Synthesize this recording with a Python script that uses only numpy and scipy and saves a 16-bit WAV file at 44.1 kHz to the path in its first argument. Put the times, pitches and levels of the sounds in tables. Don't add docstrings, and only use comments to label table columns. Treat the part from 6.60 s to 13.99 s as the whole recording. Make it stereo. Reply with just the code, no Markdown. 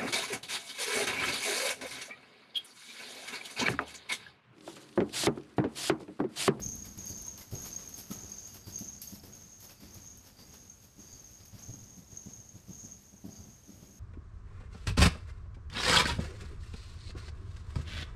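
import sys
import numpy as np
from scipy import signal
from scipy.fft import rfft, irfft, next_fast_len
from scipy.io import wavfile
from scipy.ndimage import uniform_filter1d

SR = 44100
rng = np.random.default_rng(int(sys.argv[2]) if len(sys.argv) > 2 else 0)


def bounce(signal):
    frames = np.transpose(np.atleast_2d(signal))
    limited = np.clip(frames, -1, 1)
    pcm = np.round(limited * 32767).astype(np.int16)
    wavfile.write(sys.argv[1], SR, pcm)


def nominal_scale(level):
    x = np.asarray(level, float) / 20
    return 10 ** x


N = 326011

# (frequency [Hz], level [dB])
SCUFF_COLOUR = [(150, 3.5), (400, 7.5), (1000, 3), (2500, -2), (5000, -2.5), (9000, -8.5), (15000, -23)]
# (frequency [Hz], level [dB])
SPRAY_COLOUR = [(1500, -12.5), (3000, -6), (6000, -2), (10000, -2.5), (15000, 3)]


def level(x, db):
    return x * nominal_scale(db) / np.sqrt(np.mean(x ** 2))


def colour(x, points):
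    hz, db = np.transpose(points)
    size = next_fast_len(N + 4096)
    f = np.maximum(np.arange(size // 2 + 1) * SR / size, 1)
    gain = nominal_scale(np.interp(np.log(f), np.log(hz), db))
    return irfft(rfft(x, size) * gain, size)[..., :N]


def band(x, lo_hz, hi_hz):
    return signal.sosfilt(signal.butter(2, [lo_hz, hi_hz], "band", fs=SR, output="sos"), x)


def add(out, s, x):
    i = max(int(s * SR), 0)
    out[..., i:i + x.shape[-1]] += x[..., :max(out.shape[-1] - i, 0)]


def clock(seconds):
    return np.arange(int(seconds * SR)) / SR


def alike(count, hz):
    mid, side = rng.standard_normal((2, count))
    treble = signal.sosfilt(signal.butter(2, hz, "high", fs=SR, output="sos"), side)
    side = 0.39 * side + 0.7 * treble
    return np.array([mid + side, mid - side])


def grit(scatter_db, share):
    sizes = nominal_scale(scatter_db * rng.exponential(size=N)) * (rng.random(N) < share)
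    return level(uniform_filter1d(sizes, 24) * rng.standard_normal((2, N)), 0)


def bursts(s, lasts, db, rise, sag, fall):
    step_s = np.arange(0, N, 32) / SR
    since = step_s - np.asarray(s)[:, None]
    held = np.clip(since, 0, np.asarray(lasts)[:, None])
    falling = np.maximum(since, 0) - held
    sag = np.reshape(sag, (-1, 1))
    gain = nominal_scale(db[:, None] + rise * np.minimum(since, 0) - sag * held - fall * falling)
    return np.interp(np.arange(N) / SR, step_s, np.sqrt(np.sum(gain ** 2, axis=0)))


def hall(x, wet_db, builds_s=0.0028):
    t60_s, treble_t60_s = 0.92, 0.31
    t = clock(1.2)
    noise = alike(len(t), 610)
    low = signal.sosfilt(signal.butter(1, 1500, fs=SR, output="sos"), noise)
    tail = low * nominal_scale(-60 * t / t60_s) + (noise - low) * nominal_scale(-60 * t / treble_t60_s)
    tail = tail * np.minimum(t / builds_s, 1)
    tail = tail / np.sqrt(np.sum(tail ** 2, axis=1, keepdims=True))
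    return x + nominal_scale(wet_db) * signal.fftconvolve(x, tail, axes=1)[:, :N]


def push(hz, lead_s):
    turn = (clock(.03) - lead_s) * hz
    return np.cos(2 * np.pi * turn + .5) * np.exp(-(turn / (.44 * np.sqrt(hz / 100))) ** 2)


def hoofs():
    # (time [s], peak [dB], thud pitch [Hz], carry of the flutter [dB], hard edge [dB])
    near_falls = [(0.009, -37.5, 203, -4, -7), (0.051, -36.5, 96.9, 20, -18), (0.119, -44, 87, 8, -14),
                  (0.374, -35.5, 111, -3, -12), (0.5, -33.5, 103, -3, -6.5), (0.804, -46, 88.8, 2, -13),
                  (0.923, -30.5, 109, 13, -7.5), (1.261, -48, 112, 9, -4), (1.373, -45.5, 94.5, -3, -2),
                  (1.503, -30, 192, 0, -13), (1.633, -41.5, 85.6, 2, -4.5), (1.944, -47.5, 96.9, 0.5, -0.5),
                  (2.069, -36.5, 115, 1, -9), (2.209, -33, 186, -2.5, -12.5), (2.524, -34.5, 186, -1, -15),
                  (2.636, -38.5, 101, -6.5, -2), (3.222, -49, 245, 15, -7), (3.35, -43, 105, 12, -11),
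                  (3.784, -54, 182, 3, -19), (3.886, -50, 108, 1, -14)]
    # (time [s], peak [dB], thud pitch [Hz], carry of the flutter [dB], hard edge [dB])
    far_falls = [(4.38, -45, 240, 7, -12), (4.522, -46, 79, 12, -11), (4.798, -48.5, 77, 6, -13),
                 (4.931, -39.5, 110, 13, -28), (5.082, -36, 95, 18, -13), (5.131, -42.5, 220, 1, -17),
                 (5.213, -45.5, 89.5, 21, -20), (5.369, -41.5, 167, 10, -25), (5.52, -46, 97, 0, -9),
                 (5.659, -36.5, 165, 6, -12), (5.781, -46.5, 100, 8, -14), (5.943, -40, 124, 12, -12.5),
                 (6.082, -40, 172, 16, -11.5), (6.237, -39.5, 182, 5.5, -16), (6.528, -46.5, 169, 1, -13),
                 (6.641, -34, 197, 5, -11.5), (6.68, -36, 166, -1.5, -10.5), (6.791, -36.5, 103, -3, -16),
                 (6.848, -49, 157, 31, -11), (7.081, -41.5, 230, 4, -13), (7.12, -50.5, 171, 5, -3),
                 (7.227, -42.5, 117, -12, -1.5)]
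    roof_s, roof_db = 0.0102, 6.5
    falls = near_falls + far_falls
    body, flutter, crisp = np.zeros((3, N))
    t = clock(.15)
    crunch = np.minimum(t / 0.0031, 1) * np.exp(-t / 0.019)
    edge = push(338, lead_s=0.00803) + nominal_scale(-6.5) * push(615, lead_s=0.0087)
    for (s, db, hz, carry_db, edge_db), luck in zip(falls, rng.standard_normal((len(falls), 16))):
        thud = push(hz, lead_s=0.00804) + nominal_scale(edge_db) * edge
        add(body, s - .005, nominal_scale(db - 5.5) * thud)
        for k in range(6):
            uneven = k > 0
            late = roof_s * (k + 1) + 0.0019 * luck[k + 8] * uneven
            return_db = db - 7.5 + roof_db + 0.82 * luck[k] * uneven + min(carry_db - 9.5 * k, 0)
            add(flutter, s - .005 + late, nominal_scale(return_db) * thud)
        far_db = -1 if s >= far_falls[0][0] else 0
        add(crisp, s, nominal_scale(-59.5 + 0.76 * (db + 37.0) + far_db) * crunch)
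    crisp = crisp * level(band(alike(N, 930), 340, 800), 0)
    return hall(body + crisp, -2.5, builds_s=0.043) + flutter


def clods():
    # (time [s], peak [dB], pitch [Hz], fade [s])
    breaks = [(0.243, -46, 2140, 0.055), (0.382, -50, 961, 0.06), (0.498, -53, 929, 0.06),
              (0.669, -47, 899, 0.067), (0.777, -46, 834, 0.065), (0.807, -42.5, 1970, 0.06),
              (0.92, -53, 1950, 0.055), (1.016, -48, 1220, 0.06), (1.169, -43, 1080, 0.067),
              (1.235, -44.5, 2200, 0.068), (1.506, -39, 1200, 0.069), (1.705, -56, 896, 0.06),
              (1.818, -57, 1260, 0.055), (1.882, -46, 2700, 0.055), (1.945, -58, 1010, 0.054),
              (2.057, -60, 1120, 0.06), (2.438, -52, 2780, 0.06), (3.028, -50, 802, 0.068),
              (3.096, -46, 2460, 0.065), (3.21, -59, 905, 0.074), (3.789, -61, 802, 0.06),
              (3.938, -52, 1470, 0.06), (4.413, -52, 1140, 0.06), (4.806, -61, 1070, 0.06)]
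    # (time [s], peak [dB], pitch [Hz], t60 [s])
    thumps = [(0.376, -37, 315, 0.072), (0.453, -51, 253, 0.06), (0.501, -46, 217, 0.05),
              (0.749, -49, 323, 0.06), (0.924, -46, 345, 0.052), (1.015, -45, 285, 0.069),
              (1.288, -56, 280, 0.06), (1.38, -44, 221, 0.069), (1.513, -42, 250, 0.054),
              (1.632, -46, 366, 0.06), (1.952, -55, 405, 0.055), (2.08, -40.5, 287, 0.068),
              (2.206, -36, 222, 0.079), (2.249, -47, 238, 0.06), (2.524, -49, 221, 0.054),
              (2.564, -52, 242, 0.06), (2.627, -41, 226, 0.065), (2.732, -53, 253, 0.06),
              (3.219, -52, 248, 0.06), (3.785, -56, 240, 0.067), (3.833, -52, 245, 0.06),
              (4.362, -49, 229, 0.06), (4.932, -51, 256, 0.06), (4.963, -52, 242, 0.06),
              (5.087, -40, 260, 0.073), (5.652, -54, 221, 0.06), (5.689, -47, 237, 0.06),
              (5.958, -51, 291, 0.06), (6.081, -48, 224, 0.06), (6.252, -48, 221, 0.06),
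              (6.531, -55, 221, 0.06), (6.652, -42, 254, 0.066), (6.752, -51, 240, 0.06),
              (6.799, -49, 242, 0.06), (7.091, -45, 240, 0.06), (7.233, -42, 270, 0.069)]
    out = np.zeros((2, N))
    t = clock(.12)
    for (s, db, hz, fade), crumbs in zip(breaks, rng.standard_normal((len(breaks), 2, len(t)))):
        shape = nominal_scale(db - 6.5 - 60 * t / fade) * np.minimum(t / 0.0079, 1)
        add(out, s, shape * level(band(crumbs, hz * 1.03, hz * 1.09), 0))
    for s, db, hz, t60 in thumps:
        shape = nominal_scale(db - 4.5 - 60 * t / t60) * (1 - np.exp(-t / 0.005))
        add(out, s, shape * np.sin(2 * np.pi * hz * t))
    return out


def kicks():
    # (time [s], peak [dB], middle range [dB], fade [s])
    kicked = [(0.041, -52, -24, 0.14), (0.087, -51, -22, 0.062), (0.155, -60, -28, 0.098),
              (0.2527, -49.5, -10, 0.16), (0.375, -49, -9, 0.13), (0.455, -47, -34, 0.055),
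              (0.5741, -54, -11, 0.21), (0.619, -49, -17, 0.037), (0.663, -58, -2, 0.22),
              (0.7775, -48, -10, 0.16), (0.9145, -53, -7, 0.21), (1.292, -48, -12, 0.063),
              (1.3793, -59, -36, 0.2), (1.511, -47.5, -3, 0.15), (1.697, -54, -16, 0.11),
              (1.872, -54.5, -10, 0.36), (1.942, -52, -5, 0.15), (2.068, -52.5, -7, 0.18),
              (2.186, -46, -33, 0.19), (2.4175, -40.5, -41, 0.19), (2.634, -57.5, -1.5, 0.12),
              (2.7511, -62, -14, 0.32), (3.004, -51, -28, 0.094), (3.203, -58.5, -6, 0.21),
              (3.344, -51.5, -27, 0.1), (3.5743, -58, -16, 0.083), (3.938, -58, -3, 0.16),
              (4.7112, -59, -39, 0.11), (4.853, -54.5, -27, 0.17), (6.6588, -59, -15, 0.073)]
    # (time [s], peak [dB], fade [s])
    drags = [
        (1.1894, -48, 0.066),
        (2.6494, -62, 0.077),
        (3.0394, -58, 0.081),
        (3.093, -49, 0.11),
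        (3.6694, -74, 0.089),
        (3.7885, -55.5, 0.1),
        (4.8006, -56.5, 0.18),
        (4.9794, -53.5, 0.075),
    ]
    # (time [s], peak [dB])
    snapped = [(0.0877, -40), (0.155, -39), (0.4559, -41), (0.6215, -40), (0.6672, -40), (0.7772, -37),
               (0.9123, -41), (1.292, -41), (1.3793, -39), (1.4012, -40), (1.51, -43), (2.1869, -39),
               (2.4174, -28), (3.0041, -43), (3.3443, -47), (3.5743, -44), (4.7112, -51), (4.8539, -48),
               (5.0769, -50)]
    fine, coarse, snaps = np.zeros(N), np.zeros(N), np.zeros((2, N))
    t = clock(.4)
    for s, db, middle_db, fade in kicked:
        shape = nominal_scale(db - 5.0 - 60 * t / fade)
        add(fine, s, shape)
        add(coarse, s, shape * nominal_scale(middle_db))
    for s, db, fade in drags:
        add(coarse, s, nominal_scale(db - 12.0 - 60 * t / fade) * np.minimum(t / 0.0024, 1))
    crackle = np.exp(-(t[:64] % 0.0009) / 0.00018)
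    for (s, db), crack in zip(snapped, rng.standard_normal((len(snapped), 2, 64))):
        add(snaps, s, nominal_scale(db - 3) * level(crack * crackle, -1.5))
    fine = nominal_scale(6.5) * fine * level(colour(grit(1.2, 0.47), SPRAY_COLOUR), 0)
    coarse = nominal_scale(10.5) * coarse * level(colour(grit(0.92, 0.18), SCUFF_COLOUR), 0)
    return fine + coarse + band(snaps, 7500, 19000)


def strides():
    # (time [s], on the ground [s], rumble [dB], dirt [dB])
    landings = [(0.0, 0.34, -46.5, -67), (0.4, 0.3, -58, -64), (0.95, 0.53, -52, -61),
                (1.53, 0.32, -56.5, -63.5), (2.1, 0.21, -55.5, -65), (2.72, 0.1, -61, -67.5),
                (3.24, 0.22, -56, -67), (3.8, 0.25, -59.5, -70), (4.4, 0.42, -59.5, -68.5),
                (4.95, 0.3, -57, -68), (5.52, 0.26, -61, -70.5), (6.09, 0.2, -58, -69.5),
                (6.66, 0.23, -64, -70.5), (7.09, 0.46, -57, -74.5)]
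    # (time of the peak [s], scuff [dB], fine spray [dB])
    throws = [(0.0, -64, -61), (0.26, -64.5, -67), (0.49, -68, -55), (0.81, -60.5, -56.5), (0.94, -81, -60),
              (1.06, -55.5, -52.5), (1.21, -62.5, -77), (1.39, -63, -52), (1.52, -76, -55.5),
              (1.96, -66, -61), (2.09, -74.5, -59.5), (2.5, -67, -57.5), (2.55, -65.5, -58.5),
              (2.66, -65.5, -61.5), (3.04, -62.5, -58.5), (3.11, -64.5, -61.5), (3.23, -64, -75),
              (3.37, -64.5, -71), (3.67, -63, -64.5), (3.8, -66, -70), (3.94, -64.5, -70),
              (4.24, -70, -67.5), (5.0, -68, -68), (5.38, -71, -70), (5.7, -68, -83), (5.97, -70, -74),
              (6.42, -93, -72), (6.66, -81, -77), (7.23, -70, -78)]
    # (frequency [Hz], level [dB])
    rumble_colour = [(25, -26), (50, 4), (95, 2), (140, -8.5), (190, 4.5), (300, -5.5), (600, -26.5),
                     (1500, -33)]
    s, ground, rumble_db, dirt_db = np.transpose(landings)
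    throw_s, scuff_db, spray_db = np.transpose(throws)
    hang = np.full(len(throws), 0.01)
    stirred = bursts(s, ground, dirt_db, rise=230, sag=9.5, fall=36)
    dust = bursts(s, ground, dirt_db - 3.5, rise=340, sag=5.4, fall=110)
    thrown_coarse = bursts(throw_s, hang, scuff_db, rise=330, sag=10, fall=280)
    thrown_fine = bursts(throw_s, hang, spray_db, rise=330, sag=10, fall=280)
    scuff = np.hypot(stirred, thrown_coarse) * level(colour(grit(0.65, .2), SCUFF_COLOUR), 6.9)
    spray = np.hypot(dust, thrown_fine) * level(colour(grit(0.47, 0.31), SPRAY_COLOUR), 7.44)
    weight = bursts(s, ground, rumble_db, rise=340, sag=18, fall=17.5)
    rumble = weight * level(colour(alike(N, 350), rumble_colour), 0.71)
    return scuff + spray + rumble


def chime(s, db, hz, t60, rise):
    out, chance = np.zeros((2, N)), rng.standard_normal((len(s), 2))
    side = np.array([[1], [-1]])
    for s0, db0, hz0, t600, (lead, lean) in zip(s, db, hz, t60, chance):
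        t = clock(1.4 * t600)
        shape = nominal_scale(db0 - 60 * t / t600) * (1 - np.exp(-t / rise))
        phase = np.pi / 4 * np.sign(lead) * side
        add(out, s0, shape * nominal_scale(1.93 * lean * side) * np.sin(2 * np.pi * hz0 * t + phase))
    return out


def chatter(gain, hz, spread_hz, t60, scatter_db, count):
    s = np.sort(rng.random(count)) * N / SR
    size, pitch = rng.exponential(size=count), rng.standard_normal(count)
    knocks = chime(s, scatter_db * size, hz + spread_hz * pitch, np.full(count, t60), rise=0.00013)
    return gain * level(knocks, 0)


def rattle():
    # (time [s], peak [dB], pitch [Hz])
    knocks = [(0.0303, -29, 6530), (0.0887, -27.5, 6470), (0.1755, -42, 6600), (0.2219, -33, 6500),
              (0.2883, -38, 6560), (0.387, -35.5, 6630), (0.4045, -35, 6520), (0.4419, -36, 6480),
              (0.4963, -39, 6600), (0.5611, -40, 6550), (0.613, -40, 6320), (0.6799, -30, 6480),
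              (0.7662, -46, 6410), (0.9527, -33, 6550), (0.9827, -35, 6450), (1.0016, -37, 6560),
              (1.038, -34, 6520), (1.128, -31.5, 6330), (1.1618, -29.5, 6490), (1.2346, -43, 6430),
              (1.256, -43, 6320), (1.275, -33, 6470), (1.3404, -32.5, 6500), (1.4112, -41, 6540),
              (1.504, -42, 6500), (1.5633, -36, 6530), (1.5868, -38, 6370), (1.6142, -44, 6480),
              (1.7175, -32, 6460), (1.7654, -38, 6510), (1.7828, -36, 6310), (1.8547, -35, 6480),
              (2.1575, -29.5, 6450), (2.1999, -33, 6330), (2.2418, -42, 6300), (2.2857, -31.5, 6430),
              (2.4728, -34.5, 6450), (2.7332, -41, 6470), (2.8345, -45, 6370), (2.9168, -47, 6430),
              (3.4729, -37.5, 6590), (4.0971, -39.5, 6450), (4.406, -43.5, 6640), (4.5955, -40, 6370),
              (4.6433, -39, 6490), (4.8803, -44.5, 6480), (5.006, -50, 6550), (5.1372, -38, 6520),
              (5.3058, -42, 6600), (5.477, -48, 6630), (5.5064, -49, 6480), (5.5184, -43, 6500),
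              (5.5722, -31.5, 6440), (5.6321, -48, 6560), (5.7349, -37, 6520), (5.8895, -43, 6460),
              (6.1275, -51, 6410), (6.1529, -42, 6480), (6.1739, -50, 6600), (6.3185, -39, 6400)]
    # (time [s], lasts [s], level [dB], sag [dB/s])
    shakes = [(0.0, 0.37, -35.5, 73), (0.401, 0.34, -43.5, 15), (0.955, 0.45, -45, 18),
              (1.538, 0.33, -47, 5), (2.14, 0.35, -43, 40), (2.718, 0.3, -56, -3), (3.308, 0.18, -55, -26),
              (3.845, 0.28, -59, -2), (4.404, 0.36, -54, 1), (5.0, 0.37, -50, 26), (5.533, 0.4, -49, 30),
              (6.113, 0.13, -53.5, -49), (6.462, 0.091, -59, 5), (6.722, 0.28, -54, 36),
              (7.064, 0.085, -63, 5), (7.25, 0.2, -64, -1)]
    s, db, hz = np.transpose(knocks)
    hard = chime(s, db + 2.5, hz, np.full(len(s), .03), rise=.0012)
    shake_s, lasts, shake_db, sag = np.transpose(shakes)
    shaking = bursts(shake_s, lasts, shake_db, rise=420, sag=sag, fall=112) + nominal_scale(-67)
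    return hard + chatter(nominal_scale(-4.0) * shaking, 6500, 135, .03, 1.8, count=2000)


def loose_ring():
    # (time [s], lasts [s], level [dB])
    spells = [(0.262, 0.01, -58), (0.502, 0.014, -49.5), (0.8, 0.03, -70), (0.946, 0.0083, -82),
              (1.078, 0.077, -60), (1.136, 0.047, -64), (1.38, 0.02, -57), (1.72, 0.17, -57.5),
              (2.048, 0.13, -56.5), (2.435, 0.033, -51), (3.19, 0.089, -61), (3.78, 0.06, -58),
              (4.235, 0.027, -66), (4.486, 0.077, -58.5), (4.803, 0.018, -62), (4.957, 0.03, -65),
              (6.72, 0.064, -60)]
    shaking = bursts(*np.transpose(spells), rise=280, sag=2.4, fall=310)
    return chatter(nominal_scale(-9.0) * shaking, 4730, 115, .045, 1.0, count=2000)


def buckles():
    # (time [s], peak [dB], pitch [Hz], t60 [s])
    pings = [(0.155, -28, 12000, 0.013), (0.4559, -33, 11300, 0.02), (0.6215, -29, 9500, 0.03),
             (0.6669, -29, 9800, 0.029), (1.0181, -33.5, 11500, 0.05), (1.3793, -27, 9430, 0.071),
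             (1.697, -36, 9410, 0.062), (2.542, -38, 5300, 0.05), (2.596, -41, 5330, 0.045),
             (2.596, -41, 4650, 0.045), (2.634, -40, 5160, 0.057), (1.386, -36, 5360, 0.06),
             (2.7511, -41, 9800, 0.05), (5.4445, -46, 5330, 0.03), (5.4445, -54, 4700, 0.03),
             (5.687, -44, 5530, 0.03)]
    s, db, hz, t60 = np.transpose(pings)
    return chime(s, db - 13.5, hz, np.minimum(t60, 1 / 16), rise=0.00068)


def building_hush():
    # (frequency [Hz], level [dB])
    hush_colour = [(20, -9), (100, 9.5), (250, -9.5), (600, -12), (2200, -25.5), (7000, -37.5),
                   (15000, -77)]
    return level(colour(alike(N, 830), hush_colour), -61.5)


def scene():
    dirt = hall(kicks() + clods(), -6.5) + strides()
    tack = hall(rattle() + loose_ring(), -4.0) + buckles()
    return hoofs() + dirt + tack + building_hush()


def roll_off(x):
    return signal.sosfilt(signal.butter(12, 15300, fs=SR, output="sos"), x)


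def record(dry):
    # (frequency [Hz], level [dB])
    port_colour = [(60, 0), (1000, 0), (3500, 1), (4800, 2), (5600, 5.5), (7000, 1.5), (9000, -1.5),
                   (11000, 0.5), (12500, 2.5), (14500, -3)]
    # (frequency [Hz], difference [dB])
    port_lean = [(40, 0), (90, -2.5), (300, -2), (700, 0), (2500, 1.5), (4000, 5), (4700, 13), (5500, 12),
                 (6400, 4), (8000, -2), (10000, -9), (12500, -17), (14500, -6)]
    lean = np.array(port_lean)
    ports = np.array([colour(dry[0], lean * [1, .5]), colour(dry[1], lean * [1, -.5])])
    hiss = nominal_scale(-64) * rng.standard_normal((2, N))
    ports = colour(ports, port_colour) + hiss
    ports = signal.sosfilt(signal.ellip(7, .3, 34, 14400, fs=SR, output="sos"), ports)
    return roll_off(ports)


dry = scene()
out = record(dry)
bounce(out)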